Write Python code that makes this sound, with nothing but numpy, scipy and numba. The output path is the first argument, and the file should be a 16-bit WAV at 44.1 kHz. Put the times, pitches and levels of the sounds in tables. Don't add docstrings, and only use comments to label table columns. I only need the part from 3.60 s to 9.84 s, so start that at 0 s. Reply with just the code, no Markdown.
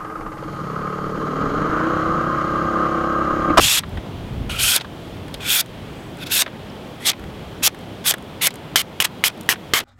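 import sys
import numpy as np
from scipy import signal
from scipy.fft import rfft, irfft
from scipy.io import wavfile
from scipy.ndimage import uniform_filter1d
from numba import njit

SR = 44100
rng = np.random.default_rng(int(sys.argv[2]) if len(sys.argv) > 2 else 0)


def gain_from_db(level_db):
    decades = np.asarray(level_db, float) / 20
    return 10 ** decades


def put_to_file(sound):
    columns = np.atleast_2d(sound).T
    safe = np.clip(columns, -1, 1)
    whole_steps = np.round(safe * 32767)
    wavfile.write(sys.argv[1], SR, whole_steps.astype(np.int16))


N = 275184

# t/s, peak level/dB, low mode f/Hz, high mode f/Hz, thump level/dB
CHOP_BLOWS = [
    (5.158, -1, 1630, 3120, -37),
    (5.402, -0.5, 2810, 3200, -39),
    (5.639, 2.5, 2110, 2990, -42),
    (5.89, -1, 1840, 2840, -17.5),
    (6.136, -1, 1900, 3170, -11),
]


def unit(x):
    return x / np.sqrt(np.mean(x ** 2))


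@njit
def svf(x, hz, q):
    y, b, l, k = np.empty(len(x)), 0., 0., 1 / q
    for i in range(len(x)):
        g = np.tan(np.pi * hz[i] / SR)
        v = (b + g * (x[i] - l)) / (1 + g * (g + k))
        b, l, y[i] = 2 * v - b, l + 2 * g * v, k * v
    return y


def band(x, hz, q):
    centre = np.clip(hz + np.zeros(len(x)), 20, .45 * SR)
    return svf(x, centre, float(q))


def ring(x, hz, q):
    return unit(band(band(x, hz, q), hz, q))


@njit
def follow(x, attack, release):
    y, e = np.empty(len(x)), 0.
    for i in range(len(x)):
        e += (x[i] - e) * (attack if x[i] > e else release)
        y[i] = e
    return y


def walk(rate):
    k = int(SR / rate)
    held = np.repeat(rng.standard_normal(N // k + 1), k)
    return 0.78 * uniform_filter1d(uniform_filter1d(held, k), k)[:N]


def add(out, t, x):
    i = int(t * SR)
    out[i:i + len(x)] += x[:len(out) - i]


def wood():
    # f/Hz, level/dB
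    spectrum = [(100, -1), (170, 0), (690, -9), (1200, -15.5), (1700, -19.5), (2750, -20.5), (3270, -18),
                (3800, -24), (4300, -27), (5300, -32), (6400, -35), (9000, -38), (12000, -39.5),
                (16000, -41)]
    hz0, db0 = np.transpose(spectrum)
    hz = np.maximum(np.arange(N // 2 + 1) * SR / N, 1)
    colour = gain_from_db(np.interp(np.log(hz), np.log(hz0), db0)) * np.minimum(hz / hz0[0], 1) ** 2
    noise = rfft(rng.standard_normal(N)) * colour
    out, swell = 0, walk(0.16)
    for k in range(8):
        octave = np.clip(np.log2(hz / 125), 0, 7)
        share = np.clip(1 - np.abs(octave - k), 0, 1)
        out = out + gain_from_db(.5 * swell + .9 * walk(8)) * irfft(noise * share, N)
    return unit(out) * gain_from_db(-35)


def wind():
    # t/s, gust level/dB
    gusts = [(0.0, -24.5), (0.07, -26), (0.1, -35.5), (0.38, -28), (0.42, -36.5), (0.85, -27), (0.97, -32),
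             (1.04, -28), (1.22, -51), (1.27, -39), (1.86, -35.5), (2.07, -58), (2.1, -39), (3.56, -48),
             (3.63, -33.5), (3.68, -36.5), (5.51, -53.5), (6.24, -49)]
    gust = np.interp(np.arange(N) / SR, *np.transpose(gusts)) + 35
    buffet = ring(rng.standard_normal(N), 70.3, 0.7) * gain_from_db(0.96 * walk(7.6))
    rumble = ring(rng.standard_normal(N), 148, 0.47) * gain_from_db(1.3 * walk(5.74))
    return buffet * gain_from_db(1.46 * gust - 36.0) + rumble * gain_from_db(0.21 * gust - 33 - 6.5)


def bird():
    # t/s, f/Hz, level/dB
    calls = [
        [(2.33, 8280, -70), (2.365, 7920, -65), (2.45, 7850, -67), (2.5, 7800, -71), (2.58, 7680, -68)],
        [(3.098, 5670, -58), (3.102, 5200, -41), (3.106, 4800, -58)],
    ]
    out = np.zeros(N)
    for call in calls:
        s, hz, db = np.transpose(call)
        t = np.arange(s[0], s[-1], 1 / SR)
        tone = np.sin(2 * np.pi * np.cumsum(np.interp(t, s, hz)) / SR)
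        level = np.sqrt(2) * gain_from_db(np.interp(t, s, db))
        add(out, s[0], level * tone * signal.windows.tukey(len(t), .3))
    return out * gain_from_db(5.5 * walk(300) + 2.5 * walk(40))


def ticks():
    # t/s, mid peak level/dB, mid f/Hz, treble level/dB, pushed air level/dB
    tears = [
        (1.162, -0.5, 3500, 7, -20),
        (2.007, -6, 3680, -4, -24),
        (2.8213, -5, 2000, -2, -8),
        (3.501, -0.5, 3300, -25, -18),
        (3.516, -12.5, 3010, -2, -16),
        (4.0734, -1, 4060, -14, -12),
        (4.509, -2.5, 3400, 3.5, -14),
        (4.5192, -10, 3380, -10, -14),
        (4.8699, -1, 1560, 8, -16),
        (5.4228, 1, 2800, -2, -18),
    ]
    # t/s, mid peak level/dB, mid f/Hz, treble level/dB
    flaps = [(0.2348, -19, 1380, -40), (0.3724, -19.5, 1520, -24), (0.8949, -22, 1000, -15),
             (1.198, -21, 3120, -24), (1.2089, -15.5, 2810, -35), (1.2456, -21, 1340, -27),
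             (1.7412, -15, 3300, -10), (2.667, -21, 3560, -8), (2.8616, -13.5, 1500, -35),
             (2.877, -22.5, 1310, -26), (3.5314, -20, 2170, -31), (4.5382, -11, 1550, -7),
             (4.905, -23, 3150, -8), (5.933, -18, 1550, -3), (5.957, -25, 1500, -30),
             (6.2036, -15, 3000, -22)]
    # t/s, mid peak level/dB, treble level/dB
    creases = [(0.2924, -40, 3), (1.5683, -26.5, -16), (1.681, -23.5, -11), (2.06, -30.5, -3),
               (2.5704, -35, 1), (2.5864, -29, -7), (2.603, -34, -17), (2.9294, -32, -30),
               (3.595, -26.5, -11), (3.639, -25.5, -11), (4.146, -25, -11), (4.1886, -33, -3),
               (4.2104, -30, -11), (4.5816, -27, -7), (4.624, -28.5, -7), (4.94, -28, 1), (4.9556, -26, -1),
               (5.775, -39.5, 3), (5.8096, -34, 10), (5.8324, -37, 3), (5.862, -40, 0)]
    rows = [(*r[:4], 0.014, r[4]) for r in tears]
    rows += [(*r, 0.032, -12) for r in flaps]
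    rows += [(s, db, 1500, treble_db, 0.023, -np.inf) for s, db, treble_db in creases]
    out, t = np.zeros(N), np.arange(int(.06 * SR)) / SR
    for s, db, hz, treble_db, t60, low_db in rows:
        fall = np.exp(-np.log(1000) * t / max(t60, .004))
        dull, port, bright, low = rng.standard_normal((4, len(t)))
        dull = ring(band(dull, hz, 1), hz, 1) + .5 * ring(band(port, 3300, 2), 3300, 2)
        bright = ring(bright, 9000, .8) * fall ** .8
        burst = dull + gain_from_db(treble_db + 4.0) * bright
        add(out, s, gain_from_db(db - 6) * (1 - np.exp(-t / 0.001)) * fall * burst)
        push = (1 - np.exp(-t / 0.0022)) * fall ** 0.61 * ring(low, 520, 0.65)
        add(out, s, gain_from_db(db + low_db) * push)
    return out


def blows():
    out, t = np.zeros(N), np.arange(int(.03 * SR)) / SR
    for s, db, low_hz, high_hz, thump_db in CHOP_BLOWS:
        modes = np.sin(2 * np.pi * low_hz * t * (1 + 12 * t)) * np.exp(-t / 0.0016)
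        modes += 0.54 * np.sin(2 * np.pi * high_hz * t) * np.exp(-t / 0.0013)
        modes += 0.15 * np.sin(2 * np.pi * 0.65 * low_hz * t) * np.exp(-t / 0.0027)
        crack = 0.21 * ring(rng.standard_normal(len(t)), 4700, 0.31) * np.exp(-t / 0.0018)
        thump = gain_from_db(thump_db) * np.sin(2 * np.pi * 450 * t) * np.exp(-t / 0.0033)
        add(out, s, gain_from_db(db - 1.5) * (modes + crack + thump))
    return out


def snaps():
    snaps_per_s, spread_db, most = 12000, 2.8, 4.2
    hit = rng.random(N) < snaps_per_s / SR
    size_db = spread_db * np.minimum(rng.exponential(size=N), most)
    return hit * gain_from_db(size_db) * rng.choice([-1, 1], N) * gain_from_db(1.7 * walk(250))


def stroke_db(t, row, drop_db, release_db_s):
    s, attack, hold, db, change = row
    drop_s, bite_db = 0.0035, -20
    top = s + max(attack, 1e-4)
    end = top + max(hold, 1e-3)
    times = [s - 1e-4, s, top, end, end + drop_s]
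    levels = [-120, db + bite_db, db, db + change, db + change + drop_db]
    return np.interp(t, times, levels) - release_db_s * np.maximum(t - end - drop_s, 0)


def edge_hiss(hiss, edge_hz):
    wide = ring(hiss, 8300, 0.39)
    edge = wide + 0.85 * unit(band(wide, edge_hz, 1.8))
    for hz in (5530, 6740, 8020, 10260, 11570):
        edge += .3 * gain_from_db(4.5 * walk(45)) * ring(hiss, hz * (1 + .05 * walk(30)), 7.)
    return unit(edge)


def cutting():
    # blade bites t/s, attack/s, hold/s, level/dB, change over the hold/dB
    draws = [
        (-.012, 0.022, 0.184, -17.5, -1),
        (.975, 0.018, 0.17, -21, 1.5),
        (1.869, 0.033, .11, -18.5, 0.5),
        (2.692, 0.028, 0.103, -21.5, 4.5),
        (3.446, 0.017, 0.0384, -16.5, 2.5),
        (4.022, 0.012, 0.044, -22.5, 5.5),
        (4.441, 0.024, 0.047, -19.5, 0),
        (4.81, 0.0084, 0.058, -19.5, -1.5),
    ]
    # hold/s, level/dB, change over the hold/dB, first-bite excess/dB
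    chop_holds = [
        (.059, -21, 0, 13.5),
        (0.027, -21, -5.5, 6),
        (0.044, -18, -2.5, 3),
        (0.039, -19, -7, 4),
        (0.056, -20, -6, 8),
    ]
    grazes = [(.191, .002, 0.0095, -28, -10), (.892, .004, 0.1, -28.5, -2), (1.164, .003, 0.014, -22, -5.5),
              (1.204, .006, 0.012, -46, -5), (1.798, 0.0074, 0.092, -37, 17),
              (2.575, 0.031, 0.034, -39.5, 6.5), (2.654, 0.012, 0.022, -32.5, -6),
              (2.82, .003, .008, -26, -6), (3.398, 0.0072, .047, -46.5, 8), (3.502, .002, 0.012, -24.5, -7),
              (4.515, .004, .006, -27, -5), (4.877, .003, 0.01, -40, -7), (5.426, .002, .012, -35, -4),
              (5.439, 0.0066, 0.0095, -20, 3), (5.459, .002, 0.01, -39, -14),
              (5.688, .004, 0.012, -41, -11), (5.93, .003, 0.017, -46, -18),
              (6.197, 0.005, 0.0039, -29, -3)]
    # first, second, third mode f/Hz, first, second ring level/dB
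    strips = [(1730, 2680, 3400, -18, -5), (1437, 2510, 3190, 3, -3.5), (1470, 2500, 3340, -2.5, -5.5),
              (1530, 2720, 3560, -2, -4), (2030, 2700, 3270, -2, -14), (1500, 2630, 3320, -19, -1),
              (1460, 2560, 3300, -18, -7), (2060, 2920, 3510, 0.5, -3.5), (1270, 2250, 3030, -8, -3.5),
              (1860, 2700, 3000, -28, -2.5), (1400, 2570, 3160, -7, -5), (1760, 3020, 3200, -4, 0),
              (1210, 2270, 3050, -6, 5)]
    # belly, edge, air level/dB, edge hiss centre f/Hz, brightening to the end/dB
    colours = [(-15, -3.5, -21, 7000, -2), (-12, -4.5, -23, 9300, 3), (-14.5, -5.5, -9, 9200, 0.5),
               (-13, -5.5, -12, 10000, -1), (-14.5, -3.5, -19, 8300, -9.5), (-12.5, 1, -5, 5600, -2),
               (-13, -1.5, -7, 8900, 0), (-8, -3.5, -10, 9600, 9), (-13, -6, -12, 8800, 2),
               (-8, -3, -9, 8400, 0), (-11, -6.5, -10, 9400, 7), (-3.5, -2, -6.5, 25000, 5),
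               (-3.5, -7.5, -12, 7600, 8)]
    # modes/octave, hiss/octave, air level/dB, extra hiss midway level/dB
    bends = [(0.063, 0.39, 3, 1.5), (0.12, 0.11, 6, 5.5), (-0.016, 0.42, 1, 2.5), (.08, -0.89, -1, 5.5),
             (0.035, -0.35, -9, 1.5), (-0.017, -.1, 2, 2.5), (-0.019, -0.64, -8, 2), (0, .15, 0, 3),
             (-0.13, -0.11, 2, -0.5), (0, -0.2, -9, 1), (-0.0043, -0.055, 4, 2.5), (0, .05, -7, 2.5),
             (-0.038, 0, -2, 4.5)]
    # first, second ring, belly level/dB, broad mode/octave
    changes = [
        (-5, -3.5, 2, 0.37),
        (-13, 3.5, 1.5, 0),
    ]
    # belly, edge, air level/dB per dB under the stroke
    dulling = [
        (.6, -0.35, -1.1),
        (.7, -0.46, -0.6),
    ]

    t = np.arange(N) / SR
    chops = [(blow[0], 0, *row[:3]) for blow, row in zip(CHOP_BLOWS, chop_holds)]
    # quick drop in dB, then fall in dB/s
    kinds = ((draws, -18, 1405), (chops, -22, 1300), (grazes, -17, 1500))
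    envelopes = [stroke_db(t, row, drop, fall) for rows, drop, fall in kinds for row in rows]
    sheet_db = np.max(envelopes, axis=0)

    s, attack, hold, db, change = np.transpose(draws + chops)
    which = np.searchsorted(s[1:] - .13, t)
    chop = (which >= len(draws)).astype(int)
    length = (attack + hold)[which]
    along = np.clip((t - s[which]) / length, -.5, 1)
    in_stroke = np.clip(along, 0, 1)
    past_middle = np.maximum(along, 0) - .5
    under = np.clip(db[which] + change[which] * in_stroke - sheet_db, 0, 30)
    for blow, row in zip(CHOP_BLOWS, chop_holds):
        sheet_db += row[3] * (t >= blow[0]) * np.exp(-np.abs(t - blow[0]) / 0.011)

    colour, strip, bend = (np.transpose(table)[:, which] for table in (colours, strips, bends))
    modes_up, hiss_up, air_up = bend[:3] * past_middle
    letting_go = (along > .5).astype(int)
    belly_db, edge_db, air_db = colour[:3] + np.transpose(dulling)[:, letting_go] * under
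    first_up, second_up, belly_up, broad_up = np.transpose(changes)[:, chop] * (along - .5)
    bright = colour[4] * (along - .5) + bend[3] * np.sin(np.pi * in_stroke)
    belly_db = belly_db + belly_up
    edge_db = edge_db + bright
    air_db = air_db + bright + air_up
    edge_hz, mode_hz = colour[3] * 2 ** hiss_up, strip[:3] * 2 ** modes_up
    first_db = strip[3] + first_up - 50 * length * past_middle
    second_db = strip[4] + second_up

    crackle = snaps()
    first, second, third = (ring(crackle, hz * (1 + .03 * walk(70)), q) * gain_from_db(2.2 * walk(90))
                            for hz, q in zip(mode_hz, (5., 6., 5.5)))
    belly = ring(crackle, 1780, 0.67) + 0.91 * unit(band(crackle, 970, 0.79))
    belly = (belly + gain_from_db(first_db) * first) / np.hypot(1, gain_from_db(first_db))
    broad = ring(snaps(), 3900 * 2 ** broad_up * (1 + 0.21 * walk(40)), 0.98)
    sheet = third - gain_from_db(second_db) * second + 0.95 * broad
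    hiss = snaps()
    edge = edge_hiss(hiss, edge_hz)
    air = ring(hiss, 14200, 1.34)
    layers = unit(sheet) + belly * gain_from_db(belly_db) + edge * gain_from_db(edge_db) - air * gain_from_db(air_db)
    return gain_from_db(sheet_db + 1.6 * walk(70)) * layers


def scene():
    attack_s, release_s, duck_db = 0.032, 0.068, -9
    near = cutting() + blows() + ticks()
    loud = follow(np.abs(near), 1 / (attack_s * SR), 1 / (release_s * SR))
    duck = gain_from_db(duck_db * np.clip(loud / 0.21, 0, 1.5))
    return (near + duck * (wood() + wind() + bird()))[None]


def band_limit(x):
    return signal.sosfilt(signal.butter(12, 16500, fs=SR, output="sos"), x)


def record(dry):
    top_cut = signal.ellip(10, .2, 70, 15900, fs=SR, output="sos")
    mix = np.clip(signal.sosfilt(top_cut, dry), -1, 1)
    return band_limit(mix)


dry = scene()
out = record(dry)
put_to_file(out)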